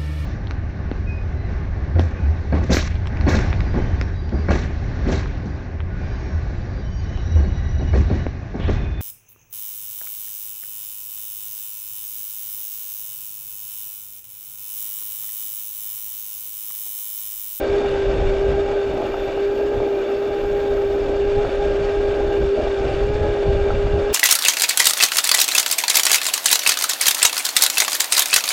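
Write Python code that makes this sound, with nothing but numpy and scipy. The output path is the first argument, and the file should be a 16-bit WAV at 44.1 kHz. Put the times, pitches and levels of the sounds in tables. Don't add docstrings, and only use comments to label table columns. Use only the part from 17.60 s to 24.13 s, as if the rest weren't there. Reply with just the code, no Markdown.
import sys
import numpy as np
from scipy import signal
from scipy.fft import rfft, irfft, next_fast_len
from scipy.io import wavfile
from scipy.ndimage import uniform_filter1d

SR = 44100
rng = np.random.default_rng(int(sys.argv[2]) if len(sys.argv) > 2 else 0)


def master_out(mix):
    frames = np.transpose(np.atleast_2d(mix))
    ceiling = np.clip(frames, -1, 1)
    pcm = np.round(ceiling * 32767).astype(np.int16)
    wavfile.write(sys.argv[1], SR, pcm)


def volts(x):
    e = np.asarray(x, float) / 20
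    return 10 ** e


N = 287973

# (start [s], end [s], level [dB], fade in [dB/s], fade out [dB/s])
INSECTS = [
    (1.35, 3.34, -67, 39, 100),
    (3.4, 3.94, -75.5, 60, 61),
    (4.8, 4.84, -69.5, 24, 250),
    (0.2, 5.9, -80, 30, 14.5),
]

# (time [s], buffet level [dB])
GUSTS = [(0, -34), (.6, -23), (.95, -22), (1.02, -33.5), (2, -38.5), (2.45, -44.5), (2.95, -30.5),
         (3.2, -33.5), (3.55, -28), (4.5, -29.5), (5.15, -25.5), (5.4, -22), (5.9, -21), (6.53, -18.5)]
# (frequency [Hz], density [dB per Hz])
WIND_SPECTRUM = [(10, -8), (25, 2), (60, -1), (110, -11), (170, -25.5), (300, -45.5), (1500, -100)]
# (time [s], buffet change [dB], puff change [dB])
EDDIES = [(.11, 7, -1.5), (.28, 1, 6), (.44, -0.5, 0.5), (.55, 1, 9), (.68, 5, 7), (.74, -5.5, -3.5),
          (.83, -7, -4), (.91, 4.5, 13), (1.33, 4.5, 7.5), (2.18, 14, 16), (2.92, 1.5, 8), (3.07, -6, -2.5),
          (3.48, 1, 8.5), (3.77, 6.5, 10.5), (4.07, 4, 6), (4.22, -1, 8.5), (4.5, 5.5, 4), (4.68, 4.5, 9.5),
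          (4.82, 11.5, 18.5), (4.94, -13, -6), (5.15, -9.5, -6), (5.25, 0.5, 10), (5.5, -0.2, 9),
          (5.63, -0.2, 8.5), (5.78, -14.5, -7), (5.89, 3, 9.5), (6.02, 1, 6), (6.14, 2, 7), (6.27, 1.5, 8),
          (6.37, 1.5, 7)]
EDDY_S, PUFF_DB, PUFF_PER_GUST = 0.078, -38.5, .6
SLAP_DB, SLAP_PER_PUFF = -28, 1.6

# (frequency [Hz], density [dB per Hz])
ROAD_SPECTRUM = [(150, -28.5), (240, -6.5), (330, -2.5), (420, -2.5), (500, -3.5), (600, 1), (700, -7.5),
                 (760, -12.5), (830, -7.5), (950, -24), (1300, -27.5)]
# (time [s], level change [dB], length [s])
PATCHES = [(.28, 3, 0.11), (1.42, 3, .2), (1.56, 3.5, 0.054), (2.21, 2.5, .06), (2.73, -2.5, 0.56),
           (3.46, 3, .1), (4.68, -2.5, 0.069), (4.86, -2, 0.18), (5.03, 3.3, 0.12), (5.16, -2.5, 0.084),
           (6.1, 3, 0.11), (6.45, -4, 0.071)]
ROAD_DB, ROAD_PER_LOAD = -29.5, 0.13
# (time [s], thud peak [dB], upper ring peak [dB])
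CRACKS = [(0.245, -20, -37), (1.42, -20, -46), (1.541, -16.5, -31), (1.775, -24, -38), (2.201, -19.5, -45),
          (2.312, -30, -43), (2.503, -25, -37), (2.832, -29, -37.5), (3.178, -31, -40),
          (3.848, -18.5, -30.5), (5.003, -20, -39), (5.072, -20.5, -38), (5.771, -24, -43),
          (6.104, -18, -25.5), (6.267, -23, -34)]

# (time [s], level [dB])
LOAD = [(0, -38.5), (.5, -39), (1.2, -41), (2.3, -42.9), (3.6, -41.5), (4, -39.5), (4.7, -41), (5.3, -39),
        (5.9, -40.5), (6.53, -39.5)]
# (frequency [Hz], density [dB per Hz])
CHAIN_SPECTRUM = [(700, -30), (900, -7.5), (1130, -8.5), (1750, -11), (2150, -15), (3160, -15.5),
                  (4150, -21.5), (4800, -29.5), (6000, -27.5), (8000, -33), (8500, -40), (9700, -45.5),
                  (11500, -48.5), (13500, -58.5), (14500, -75)]
# (frequency [Hz], width [Hz], level [dB])
FRAME = [(1264, 180, 0.5), (1395, 180, 0), (1557, 200, 2), (1875, 150, -2.5), (2043, 160, -5),
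         (2287, 150, 2), (2398, 170, 1), (2570, 90, -2.5), (2694, 40, 1), (2830, 200, 0.5), (3490, 300, -4),
         (3606, 200, -2), (4345, 240, -13), (4540, 240, -7), (4930, 220, -12.5), (5235, 200, -11.5),
         (5500, 260, -17), (6710, 340, -18), (10500, 1200, -32)]
CHAIN_DB = -1.1

# (time [s], motor tone [Hz])
DRIVE = [(0, 394.2), (.2, 404.5), (.34, 397), (.6, 391.6), (1.13, 401.4), (1.4, 393.8), (1.75, 397.1),
         (2.05, 406.5), (2.25, 403.5), (2.4, 394.5), (2.6, 402.7), (2.9, 405.2), (3.3, 400.2),
         (4.55, 404.7), (5.33, 394.1), (5.58, 416.5), (5.9, 398.8), (6.53, 410)]
# (time [s], tone change [Hz])
HOPS = [
    (3.69, 3),
    (3.82, 11),
    (3.92, -3),
    (4.02, 3),
    (4.15, -4),
    (4.85, -5),
    (5.01, 19),
    (5.5, 4),
    (5.66, 3),
    (6.4, -3.5),
]
# (time [s], tone level [dB])
PULL = [(0, -27.7), (.1, -22), (1, -17.5), (1.35, -23), (1.75, -23), (1.85, -18.5), (2.3, -23.5),
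        (3.4, -19), (3.9, -20.7), (4.9, -20), (5.1, -22.5), (5.5, -23.5), (6, -19.5), (6.53, -21.6)]
# (time [s], tone level change [dB])
SLACK = [(.17, 5), (.59, -7.5), (.74, -3), (.92, -3.5), (1.08, -4.5), (1.43, -8), (1.5, -5), (1.58, -4.5),
         (1.7, -6), (1.96, -3), (2.32, 2.8), (2.53, 5), (3.47, -2.8), (3.89, -4), (4.94, 4), (5.02, -3.5),
         (5.34, -3.2), (5.43, 5), (6.13, -5), (6.25, -2.5)]
HOP_S, SLACK_S = 0.0797, 0.071
# (multiple of the tone, level re tone [dB], flutter [dB], wheel throb [dB], sprocket throb [dB])
ORDERS = [(4 / 3, -18.5, 2.5, 0, 0), (1.5, -23, 3, -1, 0.5), (2, -19.5, 2.5, 5, 3), (3, -34.5, 3, 1.5, 0.5),
          (4, -25.5, 2.5, 1, 0.5)]
# (multiple of the tone, level re tone [dB], wander [Hz])
SIDE_TONES = [(.842, -19.5, 6), (1.158, -21.5, 6), (3.165, -37, 8), (3.845, -29, 9), (4.155, -39.5, 9),
              (6.67, -36, 12)]
WHEEL_RATIO, SPROCKET_RATIO, LOOP_RATIO = 1 / 47, .0923, 1 / 145
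WHEEL_START, SPROCKET_START, LOOP_START = -1.3, 1.66, -1.63
LOOP_DB = 0.63
LOWEST_PER_LOAD, SECOND_PER_LOAD, FOURTH_PER_LOAD, SECOND_DB_PER_HZ = 1.5, .5, 1.4, 0.26

# (low edge [Hz], high edge [Hz], share of time)
DROPOUTS = [(7600, 8250, .03), (8250, 8950, .13), (8950, 9650, .2), (9650, 10350, .2), (10350, 11200, .14),
            (11200, 11900, .03)]


def rms_one(x):
    return x / np.sqrt(np.mean(x ** 2) + 1e-20)


def in_time(rows):
    s, *columns = np.transpose(rows)
    return [np.interp(np.arange(N) / SR, s, column) for column in columns]


def bumps(rows):
    t = np.arange(0, N + 99, 100) / SR
    coarse = sum(height * np.exp(-(2 * (t - s) / length) ** 2) for s, height, length in rows)
    return np.interp(np.arange(N) / SR, t, coarse)


def drift(rate):
    r = np.exp(-40 * np.pi * rate / SR)
    noise = rng.standard_normal(N // 20 + 4002)
    slow = signal.lfilter([1], [1, -2 * r, r * r], noise)[4000:]
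    return np.interp(np.arange(N) / 20, np.arange(len(slow)), rms_one(slow))


def colour(x, spectrum):
    hz, level_db = np.transpose(spectrum)
    size = next_fast_len(N)
    grid = np.arange(size // 2 + 1) * SR / size + 1
    gain_db = np.interp(np.log(grid), np.log(hz), level_db, left=-70, right=-110)
    return rms_one(irfft(rfft(x, size) * volts(gain_db), size)[:N])


def resonate(x, hz, width):
    r = np.exp(-np.pi * width / SR)
    poles = [1, -2 * r * np.cos(2 * np.pi * hz / SR), r * r]
    return signal.lfilter([(1 - r * r) / 2, 0, (r * r - 1) / 2], poles, x)


def band_noise(order, low_hz, high_hz):
    band = signal.butter(order, [low_hz, high_hz], "band", fs=SR, output="sos")
    return signal.sosfilt(band, rng.standard_normal(N))


def insects():
    t = np.arange(N) / SR
    trees_db = [db - rise * np.maximum(start - t, 0) - fall * np.maximum(t - end, 0)
                for start, end, db, rise, fall in INSECTS]
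    buzz_db = np.max(trees_db, axis=0)
    band = resonate(resonate(rng.standard_normal(N), 12500, 1500), 13100, 1500)
    return volts(buzz_db + 1.2 * drift(8) + 1.5 * drift(90)) * rms_one(band)


def wind():
    gust_db, = in_time(GUSTS)
    lull_db = bumps([(6.47, -9.5, .08)])
    buffet_db = gust_db + lull_db + bumps([(s, db, EDDY_S) for s, db, _ in EDDIES])
    puff_db = PUFF_DB + PUFF_PER_GUST * (gust_db - gust_db.mean()) + lull_db
    puff_db = puff_db + bumps([(s, db, EDDY_S) for s, _, db in EDDIES])
    lumps = drift(16)
    deep = rms_one(volts(2.0 * lumps) * colour(rng.standard_normal(N), WIND_SPECTRUM))
    puffs = rms_one(volts(2.3 * lumps) * band_noise(3, 75, 170))
    slaps = rms_one(band_noise(2, 170, 330))
    slap_db = SLAP_DB + SLAP_PER_PUFF * (puff_db - puff_db.max())
    total = volts(slap_db) * slaps + volts(buffet_db) * deep + volts(puff_db - 2.5) * puffs
    return signal.sosfilt(signal.butter(4, 900, fs=SR, output="sos"), total)


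def tyres(road_db):
    lumpy_db = road_db + 2.0 + 1.6 * drift(9) + .8 * drift(30)
    return volts(lumpy_db) * colour(rng.standard_normal(N), ROAD_SPECTRUM)


def knocks():
    low, high = np.zeros((2, N)) + 1e-18
    for s, low_db, high_db in CRACKS:
        low[round(s * SR)] += volts(low_db)
        high[round(s * SR)] += volts(high_db)
    thud = resonate(resonate(resonate(low, 600, 330), 660, 400), 704, 330)
    ring = resonate(resonate(resonate(high, 1310, 240), 1330, 300), 1370, 240)
    soft = signal.butter(4, 2500, fs=SR, output="sos")
    return signal.sosfilt(soft, volts(40.5) * thud + volts(45.5) * ring)


def chain(tone_hz, chain_db):
    phase = 2 * np.pi * np.cumsum(tone_hz) / SR
    bunching_db = 1.2 * np.cos(phase) + .6 * np.cos(SPROCKET_RATIO * phase) + 0.36 * np.cos(WHEEL_RATIO * phase)
    sizes = volts(1.8 * np.minimum(rng.exponential(1, N), 4) + bunching_db)
    contacts = rms_one(sizes * rng.standard_normal(N))
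    ringing = np.zeros(N)
    for hz, width, db in FRAME:
        struck = np.roll(contacts, rng.integers(N))
        part = resonate(resonate(struck, hz, width), hz, width)
        ringing += volts(db + 2.1 * drift(12)) * part
    broad = colour(contacts[::-1], CHAIN_SPECTRUM)
    level = volts(chain_db + .4 * drift(9.7) + .9 * drift(40))
    return level * (volts(1.5) * broad + volts(.5) * rms_one(ringing))


def motor(tone_hz, tone_db, load_db):
    phase = 2 * np.pi * np.cumsum(tone_hz) / SR
    wheel = np.cos(WHEEL_RATIO * phase + WHEEL_START)
    sprocket = np.cos(SPROCKET_RATIO * phase + SPROCKET_START)
    lowest = ORDERS[0][0]
    strain_db = {lowest: LOWEST_PER_LOAD * load_db,
                 2: SECOND_PER_LOAD * load_db + SECOND_DB_PER_HZ * (tone_hz - tone_hz.mean()),
                 4: FOURTH_PER_LOAD * load_db}
    out = volts(tone_db + 1.26 * drift(18)) * np.sin(phase + 0.13 * drift(16))
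    mean_db = np.mean(tone_db)
    for multiple, db, flutter_db, wheel_db, sprocket_db in ORDERS:
        throb_db = flutter_db * drift(6) + wheel_db * wheel + sprocket_db * sprocket
        level = volts(mean_db + db + strain_db.get(multiple, 0) + throb_db)
        out += level * np.sin(multiple * phase + .25 * drift(12))
    for multiple, db, wander_hz in SIDE_TONES:
        slip = 2 * np.pi * np.cumsum(wander_hz * drift(7.97)) / SR
        sink_db = 0.83 * strain_db[4] * (multiple < 2)
        out += volts(mean_db + db + 3 * drift(9) - sink_db) * np.sin(multiple * phase + slip)
    return np.sqrt(2) * out


def scene():
    tone_hz = in_time(DRIVE)[0] + bumps([(s, hz, HOP_S) for s, hz in HOPS])
    loop = np.cos(LOOP_RATIO * 2 * np.pi * np.cumsum(tone_hz) / SR + LOOP_START)
    tone_db = in_time(PULL)[0] + bumps([(s, db, SLACK_S) for s, db in SLACK]) + LOOP_DB * loop
    load_db, = in_time(LOAD)
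    strain_db = load_db - load_db.mean()
    road_db = ROAD_DB + ROAD_PER_LOAD * strain_db + bumps(PATCHES)
    surroundings = insects() + wind()
    running = tyres(road_db) + knocks()
    drive = chain(tone_hz, load_db + CHAIN_DB) + motor(tone_hz, tone_db, strain_db)
    return (surroundings + running + drive)[None]


def treble_dropouts(x):
    padded = np.pad(x, [(0, 0), (0, 2048)], "reflect")
    hz, s, frames = signal.stft(padded, SR, boundary="even", nperseg=1024)
    at = np.minimum((s * SR).astype(int), N - 1)
    for low_hz, high_hz, share in DROPOUTS:
        chance = (drift(6) + .6 * drift(30))[at]
        band = (hz > low_hz) & (hz <= high_hz)
        frames[..., band, :] *= np.where(chance < np.quantile(chance, share), .01, 1)
    return signal.istft(frames, SR, nperseg=1024)[1][..., :N]


def low_pass(x):
    return signal.sosfilt(signal.butter(12, 15720, fs=SR, output="sos"), x)


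def record(dry):
    dull = signal.sosfilt(signal.butter(4, 14200, fs=SR, output="sos"), dry)
    envelope = np.abs(signal.hilbert(dull, next_fast_len(N))[:, :N])
    gain = 1 / np.hypot(1, uniform_filter1d(envelope, size=200) / 0.6)
    mix = treble_dropouts(gain * dull)
    return low_pass(mix)


dry = scene()
out = record(dry)
master_out(out)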